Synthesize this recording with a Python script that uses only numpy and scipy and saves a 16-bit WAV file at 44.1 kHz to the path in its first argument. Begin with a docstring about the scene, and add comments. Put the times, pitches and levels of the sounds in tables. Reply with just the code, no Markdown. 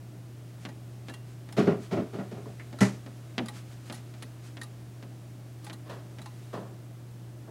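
"""Just inside a glass door, a phone microphone picks up steady mains hum and soft room noise.
Outside, a bird starts pecking: bending waves cross the pane and return as tiny falling chirps,
while claws tick on the metal sill, wings flick and the frame pings. Indoors, soft double thuds
on the floor die away, then one hard knock sounds by the door. The bird pecks on, and near the end
a few scuffs come from farther into the room."""
import sys
import numpy as np
from scipy import signal
from scipy.fft import rfft, irfft, next_fast_len
from scipy.io import wavfile
from scipy.ndimage import uniform_filter1d

SR = 44100
rng = np.random.default_rng(int(sys.argv[2]) if len(sys.argv) > 2 else 0)


def to_wav(sig):
    """Store sig (one row per channel, or 1-D mono) as 16-bit WAV at the path in sys.argv[1].

    Samples outside -1..1 are clipped; the rate is SR.
    """
    pcm = np.clip(np.atleast_2d(sig), -1, 1) * 32767
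    pcm = np.round(pcm).astype(np.int16)
    wavfile.write(sys.argv[1], SR, pcm.T)  # frames by channels


N = 330750
T = np.arange(int(.5 * SR)) / SR  # time within one event

# beak on the pane: start_s, level_db, hardness_db (tick over body)
PECKS = [(.652, -40, 0), (1.085, -41.5, -3), (1.49, -48, -3.5), (2.729, -41.5, -9.5), (3.063, -43.5, -6.5),
         (3.381, -28.5, -1), (3.899, -38.5, -3), (4.14, -57, 3.5), (4.224, -50, 5.5), (4.5702, -48, 2.5),
         (5.027, -45.5, -5), (5.6986, -44.5, 2), (6.186, -48, 0)]
# bending waves back from the pane's edges: travel_s (at 1 kHz), gain_db
PANE_PATHS = [(.0025, -2.5), (.0075, -5), (0.0117, 2.5), (.021, 2.5)]
# claws on the sill outside: start_s, level_db, pitch_hz (of the struck spot)
CLAWS = [(.688, -57, 808), (1.096, -53, 1733), (1.138, -51.5, 3270), (1.524, -52, 5200),
         (2.787, -50.5, 1340), (3.4584, -51, 4800), (3.4835, -44, 4040), (3.924, -46.5, 4270),
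         (3.943, -53.5, 10300), (4.224, -51.5, 10300), (4.614, -45.5, 1850), (4.632, -50.5, 10200),
         (5.644, -55, 10500), (5.666, -53, 837), (5.729, -51, 4030), (6.216, -53, 3940),
         (6.258, -52.5, 1016)]
# flicks of the wings: centre_s, level_db
FLICKS = [(.636, -59), (1.094, -60), (1.3, -63.5), (1.842, -54), (3.571, -51.5), (3.721, -59),
          (3.882, -56.5), (3.96, -53.5), (4.466, -56), (5.665, -58)]
# faint rustle between the flicks: time_s, level_db
RUSTLE = [(0, -78), (.5, -67.5), (1.3, -69), (2.5, -62.5), (3.05, -63.5), (3.7, -63.5), (4.2, -63.5),
          (4.8, -67.5), (5.9, -70.5), (6.44, -61.5), (6.85, -76)]
# small metal parts of the door frame: start_s, pitch_hz, level_db, t60_s
PINGS = [(1.1, 2775, -58, .35), (2.597, 2000, -44.5, 0.0056)]
# double thuds indoors, perhaps feet shifting: start_s, push_s, first_db, gap_s, second_db
THUDS = [(1.566, 0.018, -19, 0.1, -17), (1.908, 0.02, -26, 0.058, -26), (2.127, 0.018, -35.5, .057, -31),
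         (2.312, 0.0032, -38, .056, -43.5), (2.406, 0.022, -54, 0.05, -42.5)]
# hard knock by the door: start_s, push_s, t60_s, bass_db, middle_db, treble_db
KNOCKS = [(2.806, 0.0012, 0.31, -14, -27, -33.5)]
# scuffs farther into the room: start_s, push_s, bass_db, tilt_db (per register)
SCUFFS = [(5.852, 0.028, -50.5, -5), (5.893, 0.0059, -44.5, -2.5), (6.527, 0.016, -35.5, -7.5),
          (7.47, .01, -45.5, -13)]
# partials of the mains hum: harmonic_number, rms_db
HUM_PARTIALS = [(1, -44.5), (2, -65)]

# resonances of the sill, the floor and the knocked frame: pitch_hz, gain_db
SILL_MODES = [(835, 8.5), (1190, 2), (1915, 4.5), (2780, 2), (3220, -0.5), (3890, 10.5), (4380, -0.5),
              (6300, -19), (6800, 5), (8590, -2), (9980, -5), (10250, -13), (10960, -10)]
FLOOR_MODES = [(108, -9.5), (165, -10), (194, 3), (229, 0), (304, -4), (390, -2), (452, -19), (528, -13.5),
               (576, -9.5), (627, -13), (662, -12.5), (754, -23), (802, -21), (1284, -31), (1424, -20),
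               (1908, -23)]
FRAME_MODES = [(121, -6.5), (196, 1), (264, -6), (318, -10), (412, -11.5), (579, -22), (622, -20),
               (824, -26), (1058, -28), (1305, -28), (1378, -30), (1564, -39), (1776, -28), (1814, -25),
               (1873, -32), (1973, -28), (2054, -27), (2374, -49)]

# tone colour of each source at the microphone: frequency_hz, gain_db
PECK_COLOUR = [(60, -25), (130, -0.5), (230, 11.5), (450, -4), (580, 0.5), (950, -9.5), (1900, -8),
               (2900, -14), (4000, -15), (5200, -17.5), (6200, -21.5), (15000, -39)]
CLAW_COLOUR = [(300, -20), (850, 10.5), (1900, 5.5), (2700, 0), (4200, 13), (5600, 4), (10500, 12),
               (13000, -5), (16000, 1)]
WING_COLOUR = [(300, -11), (1200, 16.5), (4000, 11), (6000, 9.5), (8200, 8), (11000, 3), (16000, -11)]
THUD_COLOUR = [(35, -59), (60, -34), (107, -2), (190, 2.5), (324, -3.5), (408, 0.5), (491, -14),
               (663, -17.5), (875, -29.5), (1300, -30), (1520, -35), (5430, -41.5), (15000, -62)]
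KNOCK_COLOUR = [(50, -65), (105, -14), (199, -2), (355, -11.5), (408, -6), (503, -20), (564, -19.5),
                (875, -26.5), (1800, -28.5), (3580, -35.5), (6090, -30.5), (11500, -43.5), (15000, -63)]
SCUFF_COLOUR = [(70, -26), (170, 4), (250, -5), (420, -0.5), (680, -3), (800, -10), (1050, -3.5),
                (1700, -14.5), (2200, -30.5), (3300, -31.5), (8000, -42.5), (15000, -51)]
ROOM_COLOUR = [(20, -20), (45, -10.5), (80, -1), (120, 0), (180, 3.5), (240, -7), (310, 2), (480, -11),
               (640, -8.5), (900, -16.5), (1800, -21), (4000, -26), (10000, -29), (15500, -33.5)]


def peck(body_db, tick_db, loss_db_per_s=220, stray_db=-7):
    """Close on the glass: a tick, then bending waves whose speed grows with the root of frequency."""
    hz = np.arange(len(T) // 2 + 1) * SR / len(T)
    root_khz = np.sqrt(hz / 1000)
    # many weaker echoes bounce between the edges
    strays = [(.005 + .035 * u, stray_db) for u in rng.random(size=14)]
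    pane = np.ones(len(hz), complex)
    for travel_s, db in list(PANE_PATHS) + strays:
        travel_s *= 1 + 0.0496 * rng.standard_normal()
        cycles = 2000 * travel_s * root_khz + rng.random()  # treble returns first
        pane += undb(db - loss_db_per_s * travel_s * root_khz) * np.exp(-2j * np.pi * cycles)
    chirps = irfft(pane, len(T)) * fade(1.0)
    # the pane's low modes ring on, and the room answers
    tail = cut(rng.standard_normal(len(T)), "low", 1100, order=2) * fade(0.55)
    room = rng.standard_normal(len(T)) * fade(0.4)
    sound = sum(energy(tint(part, PECK_COLOUR), db) for part, db in [(chirps, 0), (tail, -8), (room, -18)])
    # a harder peck is a briefer contact and cracks more
    crack = undb(tick_db + 42.5) * resonate(sound, 3100, q=2)
    return balance(sound + crack, [900], [body_db, tick_db])


def claw(db, pitch_hz, even_hz=6500, tilt_db_per_octave=2.5, skid_t60_s=0.057):
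    """A claw strikes and skids briefly, ringing the sill most at the pitch of that spot."""
    skid = rng.standard_normal(len(T)) * fade(skid_t60_s) * (1 - np.exp(-T / 0.0004))
    modes = ring(SILL_MODES, t60_s=0.14, scatter_db=4, damping_slope=0.59)
    sill = signal.fftconvolve(skid, modes)[:len(T)]
    spot = resonate(skid, pitch_hz, q=28)
    room = tint(rng.standard_normal(len(T)) * (fade(0.096) - fade(skid_t60_s)), CLAW_COLOUR)
    sound = energy(tint(skid, CLAW_COLOUR)) + energy(sill, -8) + energy(spot, -5) + energy(room, -12)
    # a stiffer spot has a higher pitch and a brighter tick
    tilt_db = tilt_db_per_octave * np.log2(pitch_hz / even_hz)
    return balance(sound, [2500, 6000], [db - tilt_db, db + 1, db + tilt_db])


def wings(half_width_s=0.028):
    """Feathers brush the air outside in short swells, over a faint rustle."""
    t = np.arange(N) / SR
    flick_power = sum(undb(db) ** 2 * np.exp(-((t - s) / half_width_s) ** 2) for s, db in FLICKS)
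    rustle_power = undb(np.interp(t, *np.transpose(RUSTLE))) ** 2
    return np.sqrt(flick_power + rustle_power) * unit(tint(rng.standard_normal(N), WING_COLOUR))


def ping(pitch_hz, db, t60_s):
    """A brief rub rings one mode of a small metal part of the door frame."""
    rub = rng.standard_normal(len(T)) * fade(0.15)
    mode = np.sin(2 * np.pi * pitch_hz * T) * fade(t60_s)
    return balance(signal.fftconvolve(rub, mode)[:len(T)], [], [db])


def thud(push_s, t60_s, levels_db):
    """One soft contact rings the floor on the microphone's side of the door."""
    floor = ring(FLOOR_MODES, t60_s=0.36, scatter_db=1.5, damping_slope=0.24)
    return blow(push_s, t60_s, levels_db, floor, THUD_COLOUR, ring_db=-5.5, treble_life=1.18, rattle_db=1)


def first_contact(push_s, db):
    """The first half of a double thud brushes the floor."""
    return thud(push_s, t60_s=0.28, levels_db=[db, db - 8.5, db - 23])


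def second_contact(db, heavy_db=-17.5, heavy_push_s=0.012):
    """The second half lands dully: slow to settle if heavy, briefer and brighter if light."""
    lighter_db = heavy_db - db
    lift_db = 0.19 * lighter_db
    levels_db = [db, db - 12.5 + lift_db, db - 34.5 + lift_db]
    return thud(heavy_push_s * undb(-lighter_db), t60_s=0.27, levels_db=levels_db)


def knock(push_s, t60_s, levels_db):
    """A hard blow by the door rings the frame."""
    frame = ring(FRAME_MODES, t60_s=0.24, scatter_db=4, damping_slope=0.14)
    return blow(push_s, t60_s, levels_db, frame, KNOCK_COLOUR, ring_db=7, treble_life=1, rattle_db=1.2)


def scuff(push_s, bass_db, tilt_db, t60_s=0.54):
    """A scuff on the floor, farther from the microphone; its treble dies first."""
    floor = ring(FLOOR_MODES, t60_s=0.52, scatter_db=1, damping_slope=0.094)
    levels_db = bass_db + tilt_db * np.arange(3)
    return blow(push_s, t60_s, levels_db, floor, SCUFF_COLOUR, ring_db=-5, treble_life=.68, rattle_db=.5)


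def room_tone(hum_hz=120.1, waver_db=0.27, air_db=-51.5, drift_db=0.18):
    """An appliance hums at twice the mains rate over the soft rush of the room."""
    phase = 2 * np.pi * np.cumsum(hum_hz + 0.11 * drift(2.16)) / SR
    hum = sum(undb(db) * np.sqrt(2) * np.sin(round(k) * phase) for k, db in HUM_PARTIALS)
    air = unit(tint(rng.standard_normal(N), ROOM_COLOUR))
    return hum * undb(waver_db * drift(3.4)) + air * undb(air_db + drift_db * drift(11))


def blow(push_s, t60_s, levels_db, ringing, colour, ring_db, treble_life, rattle_db):
    """A contact builds over the push: modes plus a dense tail whose treble rattles and has its own decay."""
    swell = np.minimum(T / max(push_s, 1e-3), 1)
    noise = rng.standard_normal(len(T))
    lows = cut(noise, "low", 1000, order=2) * swell * fade(t60_s, hold_s=push_s)
    highs = cut(noise, "high", 1000, order=2) * np.sqrt(swell) * fade(t60_s * treble_life, hold_s=push_s)
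    rattle = undb(rattle_db * drift(165)[:len(T)])
    tail = tint(lows - highs * rattle, colour)
    # the heavy parts take a few cycles to get moving and radiate no deep bass
    onset = 1 - np.exp(-(T / (push_s + 0.006)) ** 2)
    modes = cut(ringing * onset, "high", 92)
    return balance(energy(tail) + energy(modes, ring_db), [700, 2500], levels_db)


def ring(modes, t60_s, scatter_db, damping_slope):
    """Decaying modes, the high ones shorter; each blow lands elsewhere and weights them anew."""
    lowest_hz = modes[0][0]
    out = 0
    for hz, db in modes:
        scatter, polarity = rng.standard_normal(2)
        gain = undb(db + scatter_db * scatter) * np.sign(polarity)
        out += gain * np.sin(2 * np.pi * hz * T) * fade(t60_s * (lowest_hz / hz) ** damping_slope)
    return out


def balance(x, splits_hz, levels_db):
    """Set each register's rms level over its loudest 10 ms."""
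    out = 0
    for k, db in enumerate(levels_db):
        band = x
        if k > 0:
            band = cut(band, "high", splits_hz[k - 1])
        if k < len(splits_hz):
            band = cut(band, "low", splits_hz[k])
        out += band * undb(db) / np.sqrt(uniform_filter1d(band ** 2, size=441).max())
    return out


def tint(x, colour):
    """Causal filter that follows a tone colour."""
    size = next_fast_len(len(x) + 4096, real=True) * 2
    hz, db = np.transpose(colour)
    bins_hz = np.arange(size // 2 + 1) * SR / size
    shape_db = np.interp(np.log(bins_hz + 1), np.log(hz), db)
    cepstrum = irfft(np.log(undb(shape_db)))
    # minimum phase: nothing sounds ahead of the strike
    cepstrum[1:size // 2] *= 2
    cepstrum[size // 2 + 1:] = 0
    return irfft(rfft(x, size) * np.exp(rfft(cepstrum)))[:len(x)]


def cut(x, keep, hz, order=4):
    """Keep the "low" or "high" side of a frequency."""
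    return signal.sosfilt(signal.butter(order, hz, keep, fs=SR, output="sos"), x)


def resonate(x, hz, q):
    """Pass through one resonance."""
    return signal.lfilter(*signal.iirpeak(hz, q, fs=SR), x)


def fade(t60_s, hold_s=0):
    """Hold, then fall 60 dB in t60_s."""
    return np.exp(-np.log(1000) * np.maximum(T - hold_s, 0) / t60_s)


def drift(rate_hz):
    """Smooth random drift, spread 1."""
    step = int(SR / rate_hz)
    stairs = np.repeat(rng.standard_normal(N // step + 1), step)
    return unit(uniform_filter1d(stairs, step)[:N])


def undb(db):
    """Decibels to gain."""
    return 10 ** (np.asarray(db) / 20)


def unit(x):
    """Scale to rms 1."""
    return x / np.std(x)


def energy(x, db=0):
    """Scale to a total energy."""
    return x * undb(db) / np.linalg.norm(x)


def add(track, start_s, x):
    """Mix an event in at its time."""
    start = int(start_s * SR)
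    track[start:start + len(x)] += x[:N - start]


def scene():
    """From one spot inside the door: bird close by, thuds and scuffs in the room, hum behind."""
    out = room_tone() + wings()
    for start_s, db, hardness_db in PECKS:
        add(out, start_s, peck(db, db + hardness_db))
    for start_s, db, pitch_hz in CLAWS:
        add(out, start_s, claw(db, pitch_hz))
    for start_s, pitch_hz, db, t60_s in PINGS:
        add(out, start_s, ping(pitch_hz, db, t60_s))
    for start_s, push_s, first_db, gap_s, second_db in THUDS:
        add(out, start_s, first_contact(push_s, first_db))
        add(out, start_s + gap_s, second_contact(second_db))
    for start_s, push_s, t60_s, *levels_db in KNOCKS:
        add(out, start_s, knock(push_s, t60_s, levels_db))
    for start_s, push_s, bass_db, tilt_db in SCUFFS:
        add(out, start_s, scuff(push_s, bass_db, tilt_db))
    return out[None]


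def record(dry):
    """The phone cuts the top of the treble."""
    top_hz = 15850
    return signal.sosfilt(signal.ellip(10, .2, 70, top_hz, fs=SR, output="sos"), dry)


dry = scene()
out = record(dry)
to_wav(out)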